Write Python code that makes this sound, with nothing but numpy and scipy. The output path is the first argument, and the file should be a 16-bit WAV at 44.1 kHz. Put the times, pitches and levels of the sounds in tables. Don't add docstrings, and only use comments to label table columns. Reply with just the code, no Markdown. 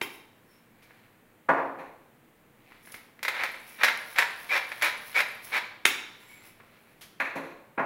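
import sys
import numpy as np
from scipy import signal
from scipy.fft import rfft, irfft
from scipy.io import wavfile

SR = 44100
rng = np.random.default_rng(int(sys.argv[2]) if len(sys.argv) > 2 else 0)


def pcm_store(signal):
    levels = np.round(np.clip(np.atleast_2d(signal), -1, 1) * 32767)
    wavfile.write(sys.argv[1], SR, levels.astype(np.int16).T)


N = 346185
TIME = np.arange(N) / SR
TOP_HZ = 15750


def amp(db):
    return 10 ** (np.asarray(db) / 20)


def unit(x):
    return x / np.sqrt(np.sum(x ** 2) + 1e-18)


def blow(x, db):
    return unit(x) * np.sqrt(SR / 100) * amp(db)


def add(track, s, x):
    i = max(int(s * SR), 0)
    track[i:i + len(x)] += x[:max(N - i, 0)]


def seconds(length):
    return np.arange(max(int(length * SR), 16)) / SR


def through(x, response):
    return signal.fftconvolve(x, response)[:N]


def even(x):
    spectrum = rfft(x)
    return irfft(spectrum / (np.abs(spectrum) + 1e-12), len(x))


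def swell(centre, length):
    return np.exp(-(2 * (TIME - centre) / length) ** 2)


def body(tone, rings=(), crisp_db=0, tilt_db=0, size=4096):
    hz = np.arange(size // 2 + 1) * SR / size + 1
    at, db = np.transpose(tone)
    db = np.interp(np.log(hz), np.log(at), db) + crisp_db / (1 + (4200 / hz) ** 4)
    db = db + tilt_db * np.log2(np.clip(hz, 200, 2600))
    for centre, width, lift_db in rings:
        db = db + lift_db / (1 + (2 * (hz - centre) / width) ** 2)
    cepstrum = irfft(db * np.log(10) / 20)
    cepstrum[1:size // 2] *= 2
    cepstrum[size // 2 + 1:] = 0
    return unit(irfft(np.exp(rfft(cepstrum))))


def grains(n, rate, spread_db):
    chance, size = rng.random(n), rng.standard_normal(n)
    clicks = (chance < rate / SR) * np.sign(size) * amp(spread_db * np.minimum(np.abs(size), 2.5))
    return unit(clicks) * np.sqrt(n)


def contact(length):
    age = seconds(.2) / np.clip(length, .0003, .03)
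    push = rng.standard_normal(len(age)) * np.sqrt(age) * np.exp(-age)
    for _ in range(2):
        push = even(push) * np.exp(-(age / 5) ** 2)
    return unit(push)


def ring(notes, tilt_db=0):
    t = seconds(.8)
    out = np.zeros(len(t))
    for hz, db, fade in notes:
        wave = np.sin(2 * np.pi * (hz * t + rng.random()))
        out += amp(db + tilt_db * np.log2(hz)) * unit(wave * np.exp(-np.log(1000) * t / fade))
    return out * np.sin(np.pi / 2 * np.minimum(t / .012, 1)) ** 2


def crack(response, db, length, crumble):
    low, high = (signal.butter(2, 4500, kind, fs=SR, output="sos") for kind in ("low", "high"))
    push = signal.sosfilt(low, contact(length)) + signal.sosfilt(high, contact(crumble))
    return blow(through(push, response), db)


# f/Hz, fade/s
ECHO_FADES = [(100, 0.49), (300, 0.8), (900, 0.75), (2200, 0.58), (4000, 0.76), (8000, 0.48), (15000, 0.4)]
def kitchen(x, early_db, tail_db):
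    t = seconds(.9)
    hz = np.fft.rfftfreq(len(t), 1 / SR) + 1
    at, fades = np.transpose(ECHO_FADES)
    noise = rfft(even(rng.standard_normal(len(t))))
    tail = np.zeros(len(t))
    for share, fade in zip(np.eye(len(at)), fades):
        band = irfft(noise * np.interp(np.log(hz), np.log(at), share), len(t))
        tail += band * np.exp(-np.log(1000) * t / fade)
    tail = unit(tail * np.clip((t - .006) / .011, 0, 1))
    bounces = grains(len(t), rate=2500, spread_db=.95) * np.exp(-t / .016)
    early = unit(even(bounces) * (t > .003) * (t < .08))
    return x + through(x, amp(early_db) * early + amp(tail_db) * tail)


# f/Hz, level/dB
AIR_TONE = [(12, -35), (20, 1), (27, -20.5), (70, -23.5), (107, -6.5), (153, -9), (227, -8.5), (261, -10.5),
            (397, -12.5), (496, -13.5), (539, -14), (1180, -18), (2060, -18.5), (5320, -37), (15800, -29.5)]
# f/Hz, width/Hz, boost/dB
DRONE_RINGS = [(113, 6.4, 2.5), (234.4, 15, 6.5), (318, 42, 3.5), (486, 38, 5)]
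def room_air():
    return amp(-60) * through(rng.standard_normal(N), body(AIR_TONE, DRONE_RINGS))


# middle t/s, length/s, rub level/dB, hiss level/dB
SLIDES = [(.13, 0.077, -70, -51.5), (.53, 0.18, -71, -70), (.93, 0.33, -65, -76), (2.73, 0.24, -62, -71),
          (2.93, 0.17, -58, -55.5), (6.28, 0.37, -58, -64), (6.47, 0.071, -63, -59),
          (6.8, 0.44, -64.5, -67.5)]
# f/Hz, level/dB
RUB_TONE = [(100, -21.5), (800, -6.5), (1400, -7), (2250, 1), (2900, -8), (4200, -11.5), (5500, -23.5),
            (9000, -31), (16000, -35)]
HISS_TONE = [(100, -42), (3500, -22), (5400, -4.5), (6500, -10.5), (7600, -14), (8700, -9), (10500, 1),
             (12000, -0.5), (13500, -9), (16000, 0)]
def rubbing_hands(slips_per_s=22):
    starts, _, ends, *_ = np.transpose(STROKES)
    holding = (TIME > starts[0]) & (TIME < ends[-1])
    easing = sum(swell(s + .032, length=.16) for s in ends)
    regrips = [(s - .04, .14, -59, -52.5) for s in starts[1:]]
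    rub = amp(-59.5) * holding + amp(-47) * easing
    hiss = amp(-64) * holding
    for s, length, rub_db, hiss_db in regrips + list(SLIDES):
        slide = swell(s, length)
        rub += amp(rub_db) * slide
        hiss += amp(hiss_db) * slide
    rub *= grains(N, rate=1500, spread_db=8.5)
    hiss *= grains(N, rate=4200, spread_db=11.5)
    slips = amp(3.5 * np.interp(TIME * slips_per_s, np.arange(N), rng.standard_normal(N)))
    return through(rub, body(RUB_TONE)) + through(hiss * slips, body(HISS_TONE))


def squeak(length, hz, db, rise=0, waver=.03):
    t = seconds(length)
    steps = np.arange(0, 1, .003)
    bend, grip = (np.interp(t, steps, row) for row in rng.standard_normal((2, len(steps))))
    pitch = hz * (1 + rise * (t / length - .5) + waver * bend)
    tone = np.sin(2 * np.pi * np.cumsum(pitch) / SR)
    return tone * amp(db + 4.1 * grip) * np.sqrt(np.hanning(len(t)))


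# t/s, length/s, f/Hz, level/dB
FINGER_SQUEAKS = [(.46, 0.16, 5360, -70.5), (6.157, 0.4, 7500, -67.5), (6.266, 0.13, 2233, -53.5)]
def finger_squeaks():
    out = np.zeros(N)
    for s, length, hz, db in FINGER_SQUEAKS:
        add(out, s, squeak(length, hz, db))
    return out


# t/s, level/dB, crispness/dB, contact/s, f/Hz
TAPS = [(0.822, -54.5, 12, 0.015, 2350), (0.907, -53, -39, 0.0018, 1690), (2.72, -50.5, -32, 0.00072, 1910),
        (2.873, -51.5, -47, .001, 1620), (2.919, -46, 27, 0.0044, 10000), (2.941, -40.5, 4, 0.0044, 2150),
        (3.191, -50.5, -4, .0025, 1990), (3.9745, -46, 22, 0.00062, 10500),
        (6.60, -50.5, -20.5, 0.0065, 1110), (7.01, -43.5, 18, 0.018, 3220)]
# f/Hz, level/dB
TAP_TONE = [(80, -10), (600, -7), (1200, -4.5), (2200, -1.5), (3000, -9.5), (4500, -14.5), (8000, -29.5),
            (10800, -22.5), (16000, -31)]
def taps():
    out = np.zeros(N)
    for s, db, crisp_db, length, hz in TAPS:
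        add(out, s, blow(through(contact(length), body(TAP_TONE, [(hz, hz / 7, 8)], crisp_db)), db))
    return out


# t/s, thud level/dB, tilt/dB per octave, contact/s,
# ring level/dB, clack level/dB, crispness/dB, wait for the first rock/s
KNOCKS = [(1.489, -15, 0.5, 0.004, -19, -29, -16, 0.085), (1.785, -39, -4.5, .016, -40, -43, 7, .03),
          (7.2, -34.5, 3.5, .0035, -36.5, -22.5, 0.5, 0.05),
          (7.354, -31, -5.5, 0.013, -31, -34.5, 11.5, 0.0742),
          (7.778, -24.5, -5, 0.0046, -38, -29, -27, .014),
          (7.794, -25.5, 1.5, 0.0035, -30.5, -40, -12, .03)]
# f/Hz, level/dB
THUD_TONE = [(40, -41), (150, -18), (260, -12), (520, -1), (1050, 2.5), (1270, -5.5), (1500, -5.5),
             (2000, -9.5), (2450, -22.5), (2800, -28), (4200, -45), (5000, -43), (8000, -50.5),
             (16000, -52)]
CLACK_TONE = [(60, -38), (300, -11.5), (950, -10), (1250, -5.5), (1650, 2), (2500, -1.5), (3000, -19),
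              (4200, -19), (4800, -33.5), (6500, -31), (8800, -41.5), (10800, -31), (16000, -44)]
# f/Hz, level/dB, fade/s
WORKTOP_NOTES = [(165.2, -2.5, 0.25), (277.2, 7.5, 0.55), (337, 3, 0.64), (397, -15.5, 0.68),
                 (532.5, 11.5, 0.52), (583, 6, 0.98), (688, 6, 0.82), (854, -24, 0.28), (892, 5, 0.14),
                 (980, -5, 0.74), (1098, 3, 1), (1140, -24.5, 0.12), (1450, 12, .45), (1530, 2, 0.37),
                 (1950, -6, 0.05)]
def container_knocks(gap_shrink=.83):
    hits, ringing = np.zeros((2, N))
    for s, thud_db, tilt_db, length, ring_db, clack_db, crisp_db, gap in KNOCKS:
        edge = through(contact(length), body(THUD_TONE, tilt_db=tilt_db))
        add(hits, s - .00346, blow(edge, thud_db - 11))
        for k in range(3):
            at = s + gap * sum(gap_shrink ** j for j in range(k))
            loss_db, touch_s = 10 * k, length * 2 ** k
            thud = through(contact(touch_s), body(THUD_TONE, tilt_db=tilt_db - 2 * k))
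            clack = through(contact(touch_s), body(CLACK_TONE, crisp_db=crisp_db))
            add(hits, at, blow(thud, thud_db - loss_db))
            add(hits, at, blow(clack, clack_db - 9 * k))
            add(ringing, at, blow(ring(WORKTOP_NOTES, tilt_db), ring_db - loss_db))
    return amp(-5) * kitchen(hits, early_db=2.5, tail_db=1) + ringing


# t/s, level/dB, crispness/dB, thump level/dB, glass level/dB, rattle level/dB
SNAPS = [(0.0145, -28, -7.5, -33.5, -37.5, -36.5), (5.854, -14.5, -2, -33.5, -33.5, -29)]
# f/Hz, level/dB
CAP_TONE = [(80, -33.5), (400, -19.5), (1050, -15), (1500, -7.5), (2300, 1.5), (2900, -5.5), (3700, -5.5),
            (4600, -15.5), (7000, -15), (8300, -18), (10500, -16), (16000, -34)]
PALM_TONE = [(40, -37.5), (100, -12), (190, -9.5), (390, 2), (560, -6), (900, -2), (2000, -34),
             (16000, -59)]
RATTLE_TONE = [(100, -47), (3000, -19), (4700, -11.5), (5400, -5), (6200, -14.5), (7300, -11),
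               (8600, -17.5), (10500, 0), (13000, -6), (16000, 0)]
# f/Hz, width/Hz, boost/dB
CAP_RINGS = [(1464, 260, 7.5), (2260, 260, 3.5), (700, 47, 5)]
# f/Hz, level/dB, fade/s
GLASS_NOTES = [(1055, -5, .06), (1182, -5, .06), (1975, 1, .04), (3160, 0, .05), (5380, -13, .08)]
def cap_snaps(catch_s=.0022, settle_s=.0087):
    out, t = np.zeros(N), seconds(.3)
    for s, db, crisp_db, thump_db, glass_db, rattle_db in SNAPS:
        cap = body(CAP_TONE, CAP_RINGS, crisp_db)
        for lag, drop_db in [(-catch_s, -11), (0, 0), (settle_s, -12.5)]:
            add(out, s + lag, crack(cap, db + drop_db, length=.00083, crumble=.0023))
        add(out, s, blow(through(contact(length=.0012), body(PALM_TONE)), thump_db))
        add(out, s, blow(ring(GLASS_NOTES), glass_db))
        spice = grains(len(t), rate=8600, spread_db=1.5) * np.exp(-t / .024)
        add(out, s + settle_s, blow(through(spice, body(RATTLE_TONE)), rattle_db))
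    return out


# f/Hz, level/dB
BOWL_TONE = [(100, -39), (2000, -8), (5000, -7.5), (8000, -17), (10300, 4.5), (11800, -1.5), (13000, -12.5),
             (16000, -1)]
def falling_grounds(fall_s=.1, ping_hz=10400):
    showers = sum(swell(end + fall_s, length=.14) for _, _, end, *_ in STROKES[:-1])
    ticks = grains(N, rate=110, spread_db=4.8)
    pings, t = np.zeros(N), seconds(.005)
    for i in np.flatnonzero(ticks):
        hz = np.clip(ping_hz * np.exp(.13 * rng.standard_normal()), 5000, TOP_HZ)
        ping = np.sin(2 * np.pi * hz * t) * np.exp(-t * hz / 4)
        add(pings, i / SR, ticks[i] * unit(ping))
    skitter = through(through(ticks, contact(length=.00049)), body(BOWL_TONE))
    return (amp(-63.5) * skitter + amp(-60) * pings) * showers


def rotor_squeaks():
    out = np.zeros(N)
    for start, *_, db in STROKES:
        add(out, start, squeak(length=.0524, hz=2352, db=db, rise=.106))
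    return out


def clumps(t):
    steps = np.arange(0, 1, .004)
    lumps_db = 2.6 * np.clip(rng.standard_normal(len(steps)), -2, 1.3)
    return unit(amp(np.interp(t, steps, lumps_db))) * np.sqrt(len(t))


# start t/s, hardest t/s,
# end t/s, level/dB, crispness/dB, hollow f/Hz, bright f/Hz, rotor squeak level/dB
STROKES = [(3.271, 3.4, 3.45, -32, -6, 2010, 14700, -51), (3.784, 3.86, 3.897, -28.5, -4, 1814, 5600, -46),
           (4.156, 4.189, 4.223, -26.5, -2, 1768, 7500, -35),
           (4.491, 4.547, 4.57, -25, -1, 1960, 5480, -26),
           (4.812, 4.833, 4.886, -26.5, 0, 1780, 11010, -26),
           (5.145, 5.186, 5.196, -22.5, 0.5, 2300, 15100, -22),
           (5.516, 5.55, 5.57, -27, -2, 2200, 15300, -32.5)]
# t/s, level/dB, crispness/dB
SEED_CRACKS = [(3.229, -32, 13), (3.249, -28.5, 2.5), (3.2805, -24, 4), (3.435, -28, 4.5),
               (3.5425, -43.5, -8), (3.8125, -30, -17), (3.833, -16.5, 3), (3.843, -20, 6),
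               (3.882, -21.5, -2.5), (4.1844, -18.5, 6), (4.223, -23, -8), (4.552, -28, -8),
               (4.717, -34, -1), (4.8214, -25, 11), (4.843, -30, 13), (5.2025, -22.5, 1),
               (5.576, -27.5, -2)]
# f/Hz, level/dB
MILL_TONE = [(60, -38.5), (200, -26.5), (500, -9), (1000, -7.5), (1700, 1), (2450, -1.5), (2850, -8),
             (4000, -11), (6000, -20.5), (8000, -27), (11000, -22.5), (16000, -28.5)]
# f/Hz, width/Hz, boost/dB
MILL_RINGS = [(543, 160, 3.3), (955, 190, 6.7), (1384, 110, 1.4), (1676, 41, 2), (2077, 190, 2.5),
              (2396, 250, 3.8), (3760, 490, 3.5), (5280, 90, 3.5)]
def spice_mill(release_s=.024):
    out = np.zeros(N)
    for start, hardest, end, db, crisp_db, hollow_hz, bright_hz, _ in STROKES:
        t = start + seconds(end + release_s - start)
        force = np.interp(t, [start, hardest, end, end + release_s], [amp(-15), 1, amp(-.5), 0])
        crunch = force * amp(db) * clumps(t - start) * grains(len(t), rate=2800, spread_db=1)
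        rings = [*MILL_RINGS, (hollow_hz, 400, 3), (bright_hz, 340, 6.5)]
        add(out, start, through(crunch, body(MILL_TONE, rings, crisp_db)))
    for s, db, crisp_db in SEED_CRACKS:
        nearest_stroke = min(STROKES, key=lambda stroke: abs(stroke[1] - s))
        *_, hollow_hz, bright_hz, _ = nearest_stroke
        rings = [*MILL_RINGS, (hollow_hz, 350, 6), (bright_hz, 340, 6.5)]
        mill = body(MILL_TONE, rings, crisp_db)
        for lag, drop_db in [(0, 0), (.005, -5.5)]:
            add(out, s + lag, crack(mill, db + drop_db, length=.0026, crumble=.0042))
    return out


def scene():
    near = spice_mill() + rotor_squeaks() + finger_squeaks() + falling_grounds()
    near = kitchen(near, early_db=-5.5, tail_db=-8.5)
    snaps = kitchen(cap_snaps(), early_db=-5.5, tail_db=-6.5)
    hands = kitchen(taps() + rubbing_hands(), early_db=-8, tail_db=-4.5)
    return (near + snaps + hands + container_knocks() + room_air())[None]


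def record(dry):
    treble_cut = signal.ellip(10, .2, 80, TOP_HZ, fs=SR, output="sos")
    return signal.sosfilt(treble_cut, np.clip(dry, -1, 1))


dry = scene()
out = record(dry)
pcm_store(out)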